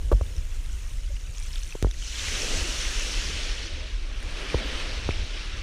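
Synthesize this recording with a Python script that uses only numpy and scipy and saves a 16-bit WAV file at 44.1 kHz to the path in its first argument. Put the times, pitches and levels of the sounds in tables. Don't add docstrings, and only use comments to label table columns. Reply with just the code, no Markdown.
import sys
import numpy as np
from scipy import signal
from scipy.io import wavfile
from scipy.ndimage import uniform_filter1d

SR = 44100
rng = np.random.default_rng(int(sys.argv[2]) if len(sys.argv) > 2 else 0)


def to_wav(s):
    ch = np.atleast_2d(s).T
    pcm = np.round(np.clip(ch, -1, 1) * 32767)
    wavfile.write(sys.argv[1], SR, pcm.astype(np.int16))


def makeup_ratio(level_db):
    decades = np.asarray(level_db, float) / 20
    return 10 ** decades


N = 247842

# (time [s], fizz level [dB], presence of the nearest foam [dB])
WASH = [(0, -52, -13.5), (.36, -50, -14.5), (.85, -49.5, -13.5), (1.1, -53.5, -6), (1.33, -51.5, -13.5),
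        (1.5, -48, -9), (1.8, -50.5, -8.5), (1.92, -54.5, -1), (2.03, -48, 7.5), (2.28, -34, -2.5),
        (2.95, -35, -3), (3.45, -37, -1), (3.9, -45, -5.5), (4.15, -44, -17.5), (4.4, -35.5, -16),
        (4.8, -33.5, -14), (5.25, -40.5, -6), (5.62, -40, -13)]
# (time [s], treble reaching the port [dB])
TURN = [
    (0, -4),
    (1.3, -5.5),
    (1.9, -5.5),
    (2.3, -13.5),
    (3.1, -15.5),
    (3.75, -28.5),
    (4.2, -23),
    (4.5, -29.5),
    (5.62, -29.5),
]
QUIET_FIZZ_DB = -51


def waves():
    # (frequency [Hz], density [dB per Hz])
    fizz_spectrum = [(410, -40), (700, -33), (747, -21), (808, -10.5), (1420, -4), (2090, -1.5),
                     (2830, 1.5), (4580, -3), (4890, -1.5), (5940, -3), (7710, -13), (9260, -15),
                     (10700, -27), (15800, -38.5)]
    # (frequency [Hz], density [dB per Hz])
    hollow_spectrum = [(82, -32), (140, 2), (322, 6.5), (468, 3.5), (522, 6), (747, -3), (900, -10),
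                       (1170, -39), (1980, -120)]
    # (time [s], hollow plunge level [dB])
    breakers = [
        (0, -56),
        (2.43, -41.5),
        (3.05, -48),
        (3.4, -50),
        (4.36, -48.5),
        (4.55, -44),
        (4.87, -47),
    ]
    usual_presence_db, usual_treble_db = -4.5, -20
    bubbles_per_s = 330
    (fizz_db, presence_db), (treble_db,) = in_time(WASH), in_time(TURN)

    share = 0.41 - 0.02 * (fizz_db - QUIET_FIZZ_DB) + 0.36 * draining()
    shade_db = presence_db - usual_presence_db, treble_db - usual_treble_db
    fizz = water(fizz_spectrum, (700, 16000), 27, np.full(N, bubbles_per_s / 3), share, shade_db,
                 cycles=34.0, spread_db=3.4, patchy_db=1.15)
    plunge = water(hollow_spectrum, (130, 900), 11, np.full(N, 90.0), 0.11, (0, 0),
                   cycles=5.8, spread_db=8.0, patchy_db=1.64)
    plunge_db = swells(breakers, rise_db_s=55.5, fall_db_s=16.5, rest_db=-63)
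    return makeup_ratio(fizz_db + 2.0) * fizz + makeup_ratio(plunge_db + 3.0) * plunge


def water(spectrum, edges_hz, count, per_s, share, shade_db, cycles, spread_db, patchy_db):
    # (frequency [Hz], share of the presence change [ratio], share of the treble change [ratio])
    casing_shadow = [(1000, -.1, 0.051), (2250, 0.17, 0), (4760, 0.44, 0), (5830, 0.43, 0.27),
                     (6800, 0.43, 0.54), (8300, 0.24, 0.49), (10800, 0, 0.69), (15500, 0, 1.16)]
    presence_db, treble_db = shade_db
    out, power = 0, 0
    together = drift(7.8)
    share = np.clip(share, 0, 1)
    clumped = per_s * makeup_ratio(3 * drift(14))
    for hz, width, sos, hiss in bands(*edges_hz, count):
        pops = rms_one(signal.sosfilt(sos, ring(bursts(clumped, spread_db), hz, cycles / hz)))
        pops = pops * np.sqrt(np.mean(per_s) / per_s)
        weight = makeup_ratio(at_hz(spectrum, hz)) * np.sqrt(width)
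        shaded_db = at_hz(casing_shadow, hz, column=1) * presence_db
        shaded_db = shaded_db + at_hz(casing_shadow, hz, column=2) * treble_db
        gain = weight * makeup_ratio(shaded_db + patchy_db * (0.44 * together + drift(9.7)))
        near = share / (1 + (hz / 10000) ** 4)
        out = out + gain * (np.sqrt(1 - near) * hiss + np.sqrt(near) * pops)
        power += weight ** 2
    return out / np.sqrt(power)


def draining():
    start_s, end_s, edge_s = 1.286, 1.73, 0.1
    t = np.arange(N) / SR
    return np.clip(np.minimum(t - start_s, end_s - t) / edge_s + 0.5, 0, 1)


def crackle():
    stir_db = in_time(WASH)[0] - QUIET_FIZZ_DB
    facing_db = 0.56 * (in_time(TURN)[0] + 6)
    drain = draining()
    pops_per_s = 60 + 400 * drain
    level_db = -49.5 + 0.9 * (stir_db + facing_db) + 9 * drain
    out = 0
    for hz in np.geomspace(2600, 10000, 9):
        sos = signal.butter(2, [hz / 2.0, hz * 1.8], "band", fs=SR, output="sos")
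        out = out + signal.sosfilt(sos, ring(bursts(pops_per_s / 9, 2.5), hz, 9.0 / hz))
    return makeup_ratio(level_db) * out


def pebbles():
    # (time [s], peak level [dB], pitch [Hz])
    pebble_clicks = [(.264, -40, 3470), (.364, -38, 5850), (.3804, -40, 5220), (.6594, -38.5, 3590),
                     (.7292, -36.5, 7000), (1.166, -36, 2800), (1.27, -40, 2550), (1.3506, -37, 3230),
                     (1.3724, -35, 6740), (1.381, -32, 5370), (1.4246, -35, 5760), (1.529, -31, 5200),
                     (1.557, -28.5, 3530), (1.6315, -30, 6080), (1.723, -29, 2600), (1.9103, -33, 3700),
                     (1.9423, -41, 1940), (2.023, -30.5, 3150), (2.075, -33, 7000), (2.1935, -25, 3650),
                     (2.2397, -25, 2960), (2.271, -27, 2370), (2.2827, -22, 2180), (2.418, -20, 5550),
                     (3.02, -28, 6040), (4.2253, -30.5, 2040), (4.4994, -27, 2470), (4.584, -28, 2200),
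                     (4.7994, -28, 2300), (5.107, -24, 2400)]
    # (time [s], peak level [dB], pitch [Hz])
    clacks = [
        (1.381, -31, 6800),
        (1.53, -37, 6200),
        (1.5559, -28, 4590),
        (1.8577, -41, 4230),
        (1.9106, -30, 6150),
        (1.9405, -36, 6400),
        (2.9953, -23, 6700),
    ]
    # (time [s], peak level [dB])
    spray = [(1.2875, -46), (1.308, -40), (1.3982, -36), (1.4324, -40), (1.486, -41), (1.5154, -38),
             (1.6684, -42), (1.8876, -43), (3.1188, -32), (3.1507, -36), (4.2024, -42), (4.227, -37.5),
             (4.3076, -45), (4.5012, -38), (4.583, -38), (5.1144, -42)]
    # (time [s], peak level [dB], pitch [Hz], 60 dB decay [s])
    drips = [
        (1.101, -42.5, 564, 0.12),
    ]

    ticks = [(*row, 0.01, -7) for row in pebble_clicks]
    ticks += [(*row, 0.0025, 8) for row in clacks]
    ticks += [(*row, 8400 * rng.uniform(0.95, 1.1), 0.0038, -7) for row in spray]
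    out, t = np.zeros(N), np.arange(SR // 8) / SR
    grit = rng.standard_normal((len(ticks), SR // 8)) * makeup_ratio(-60 * t / 0.0083)
    for (s, level_db, hz, t60, grit_db), noise in zip(ticks, grit):
        mode = ring(noise, hz, t60)
        tick = mode / np.abs(mode).max() + makeup_ratio(grit_db - 9) * noise
        sos = signal.butter(2, [hz / 3.3, min(8.2 * hz, 11000)], "band", fs=SR, output="sos")
        tick = signal.sosfilt(sos, tick)
        out = place(out, s + 0.00085, makeup_ratio(level_db + 0.5) * tick / np.abs(tick).max())
    for s, level_db, hz, t60 in drips:
        envelope = makeup_ratio(level_db - 60 * t / t60) * np.minimum(t / 0.0063, 1)
        out = place(out, s, envelope * np.sin(2 * np.pi * hz * t))
    return out


def sheets():
    # (start [s], end [s], level [dB], lowest frequency [Hz])
    puffs = [
        (0.114, 0.132, -44, 1500),
        (4.15, 4.28, -68, 7000),
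        (4.623, 4.71, -56, 11500),
        (5.07, 5.13, -63, 10400),
        (5.22, 5.28, -67, 6500),
    ]
    out, t = np.zeros(N), np.arange(N) / SR
    for (start, end, level_db, low_hz), noise in zip(puffs, rng.standard_normal((len(puffs), N))):
        soft = signal.lfilter([1], [1, -0.85], noise)
        hiss = signal.sosfilt(signal.butter(4, low_hz, "high", fs=SR, output="sos"), soft)
        out += makeup_ratio(level_db) * hiss * np.sin(np.pi * np.clip((t - start) / (end - start), 0, 1))
    return out


def knocks():
    # (time [s], peak level [dB], casing pitch [Hz], hard edge level [dB])
    casing_hits = [
        (.2108, -22, 563, -32),
        (1.751, -30, 436, -50),
        (1.753, -24, 408, -45),
        (1.826, -16.5, 390, -39),
        (1.8461, -13.5, 438, -22),
        (1.8682, -25, 370, -49),
        (4.543, -16.5, 470, -32),
        (4.545, -13.5, 440, -25),
        (5.09, -14, 400, -18),
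    ]
    # (time [s], level [dB], pitch [Hz])
    thumps = [
        (.1235, -14, 43),
        (.1435, -18, 41),
        (.2125, -23, 50),
        (1.8258, -21, 48),
        (1.845, -18, 42.7),
        (1.8677, -29, 43.3),
        (4.544, -22.5, 53.3),
        (5.091, -25, 58),
    ]
    # (time [s], taps [count], first gap [s], first tap level [dB], loss per tap [dB])
    chatters = [
        (0.1161, 4, .0025, -13, 0.6),
        (0.1273, 3, 0.00191, -17, 2),
    ]
    snap_s, snap_db = 1.8262, -13
    peak_s = 0.0015

    click, t = signal.unit_impulse(SR // 4), np.arange(SR // 4) / SR
    snap = ring(click, 2100, 0.0006) + 1.5 * ring(click, 6400, 0.00049)
    snap = signal.lfilter([0.6], [1, -0.4], snap)
    out = place(np.zeros(N), snap_s, -makeup_ratio(snap_db) * snap)

    swell = t / peak_s * np.exp((1 - (t / peak_s) ** 3) / 3)
    linger = makeup_ratio(-9.5) * np.minimum(t / peak_s, 1) * np.exp(-t / 0.0036)
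    swell = np.maximum(swell, linger)
    edge = t / 0.00075 * np.exp(1 - t / 0.00043) * np.sin(2 * np.pi * 1250 * t)

    taps = []
    for s, count, gap, db, loss_db in chatters:
        for k in range(int(count)):
            hz = 470 * rng.uniform(0.86, 1.11)
            taps.append((s + gap * k ** 0.808, db - loss_db * k, hz, db - 1.5 * loss_db * k - 10))
    for s, level_db, hz, edge_db in [*casing_hits, *taps]:
        modes = np.sin(2 * np.pi * hz * t)
        modes = modes + makeup_ratio(-8.0) * np.sin(2 * np.pi * 1.66 * hz * t)
        modes = modes - makeup_ratio(-9.5) * np.sin(2 * np.pi * 0.33 * hz * t)
        out = place(out, s, makeup_ratio(edge_db) * edge - makeup_ratio(level_db) * swell * modes)

    for s, thump_db, thump_hz in thumps:
        turns = thump_hz * (t + 0.009 * (1 - np.exp(-t / 0.008))) - 0.26
        thump = -np.sin(2 * np.pi * turns) * np.minimum(t / 0.0087, 1) * makeup_ratio(-60 * t / 0.14)
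        out = place(out, s, makeup_ratio(thump_db + 9.5) * thump)
    return out


def wind():
    # (frequency [Hz], density [dB per Hz])
    rumble = [(7.1, -33), (12, -10), (27, 5.5), (43, 2), (79, -14), (145, -55), (173, -37), (259, -59),
              (300, -44), (390, -74), (660, -120)]
    # (time [s], deep bass level [dB])
    gusts = [(.06, -25), (.4, -27.5), (.57, -28.5), (.7, -28), (.93, -28.5), (1.06, -30), (1.16, -30),
             (1.43, -31), (1.58, -29), (2.0, -31.5), (2.33, -32), (2.56, -25.5), (2.69, -37), (2.85, -30),
             (2.98, -28), (3.18, -28), (3.35, -33.5), (3.5, -28.5), (3.75, -34), (3.97, -27.5),
             (4.12, -29.5), (4.3, -31), (4.63, -33), (4.77, -33.5), (4.87, -33.5), (5.0, -31),
             (5.19, -26.5), (5.4, -33), (5.56, -32.5)]
    # (time [s], level [dB])
    eddies = [(.06, -39), (.16, -28), (.25, -28), (.38, -31.5), (.8, -40), (.93, -38), (1.1, -40),
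              (1.3, -32.5), (1.45, -34), (1.67, -37.5), (2.0, -40), (2.25, -39), (2.36, -37), (2.58, -42),
              (2.75, -44), (3.3, -35), (3.5, -44), (3.75, -30), (4.2, -41), (4.7, -38), (4.9, -32),
              (5.07, -33), (5.2, -39), (5.54, -36)]
    usual_flutter_db = -16.5
    gust_db = swells(gusts, rise_db_s=101, fall_db_s=90, rest_db=-37)
    flutter_db = swells(eddies, rise_db_s=200, fall_db_s=126, rest_db=-57) - gust_db
    out = 0
    for hz, width, sos, band in bands(11.78, 295, count=10):
        fluttering = np.clip(np.log2(hz / 45), 0, 1) * (flutter_db - usual_flutter_db)
        out = out + makeup_ratio(at_hz(rumble, hz) + fluttering + 0.4 * drift(7.5)) * np.sqrt(width) * band
    out = out / np.sqrt(uniform_filter1d(out ** 2, size=5000))
    return makeup_ratio(gust_db + 1.5) * out


def port(x):
    dip_hz, dip_width_hz, dip_share = 4930, 280, 0.35
    b, a = signal.iirpeak(dip_hz, dip_hz / dip_width_hz, SR)
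    return x - dip_share * signal.lfilter(b, a, x)


def dull(x, cut_hz):
    return signal.sosfilt(signal.butter(6, cut_hz, fs=SR, output="sos"), x)


def bursts(per_s, spread_db):
    sizes = makeup_ratio(spread_db * np.minimum(rng.exponential(1, N), 4)) * rng.choice([-1, 1], N)
    return sizes * (rng.random(N) < per_s / SR) + 1e-18


def ring(clicks, hz, t60):
    r, w = makeup_ratio(-60 / (t60 * SR)), 2 * np.pi * hz / SR
    return signal.lfilter([0, np.sin(w)], [1, -2 * r * np.cos(w), r * r], clicks + 1e-18)


def bands(low_hz, high_hz, count):
    edges = np.geomspace(low_hz, high_hz, count + 1)
    white = rng.standard_normal((2, N + SR))
    for k, (low, high) in enumerate(zip(edges, edges[1:])):
        sos = signal.butter(2, [low, high], "band", fs=SR, output="sos")
        noise = rms_one(signal.sosfilt(sos, white[k % 2])[SR:])
        yield np.sqrt(low * high), high - low, sos, noise


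def swells(rows, rise_db_s, fall_db_s, rest_db):
    s, peak_db = np.array(rows).T[:, :, None]
    late = np.arange(0, N + 40, 40) / SR - s
    slope = np.where(late < 0, rise_db_s, -fall_db_s)
    power = makeup_ratio(2 * (peak_db + slope * late)).sum(axis=0) + makeup_ratio(2 * rest_db)
    return np.repeat(10 * np.log10(power), 40)[:N]


def drift(rate):
    r = np.exp(-80 * np.pi * rate / SR)
    slow = signal.lfilter([1], [1, -2 * r, r * r], rng.standard_normal(N // 40 + 2002))[2000:]
    return np.interp(np.arange(N) / 40, np.arange(len(slow)), rms_one(slow))


def in_time(rows):
    s, *columns = np.vstack(rows).T
    return [np.interp(np.arange(N) / SR, s, c) for c in columns]


def at_hz(points, hz, column=1):
    points = np.array(points)
    return np.interp(np.log(hz), np.log(points[:, 0]), points[:, column])


def rms_one(x):
    return x / np.sqrt(np.mean(x ** 2) + 1e-20)


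def place(out, s, sound):
    at = round(s * SR)
    return out + np.pad(sound, (at, N))[:N]


def scene():
    shore = waves() + dull(crackle(), 11000) + dull(pebbles(), 12700) + sheets()
    return (port(shore) + wind() + knocks())[None]


def roll_off(x):
    return signal.sosfilt(signal.butter(12, 16650, fs=SR, output="sos"), x)


def record(dry):
    cut = signal.sosfilt(signal.cheby2(12, 60, 16300, fs=SR, output="sos"), dry)
    return roll_off(cut)


dry = scene()
out = record(dry)
to_wav(out)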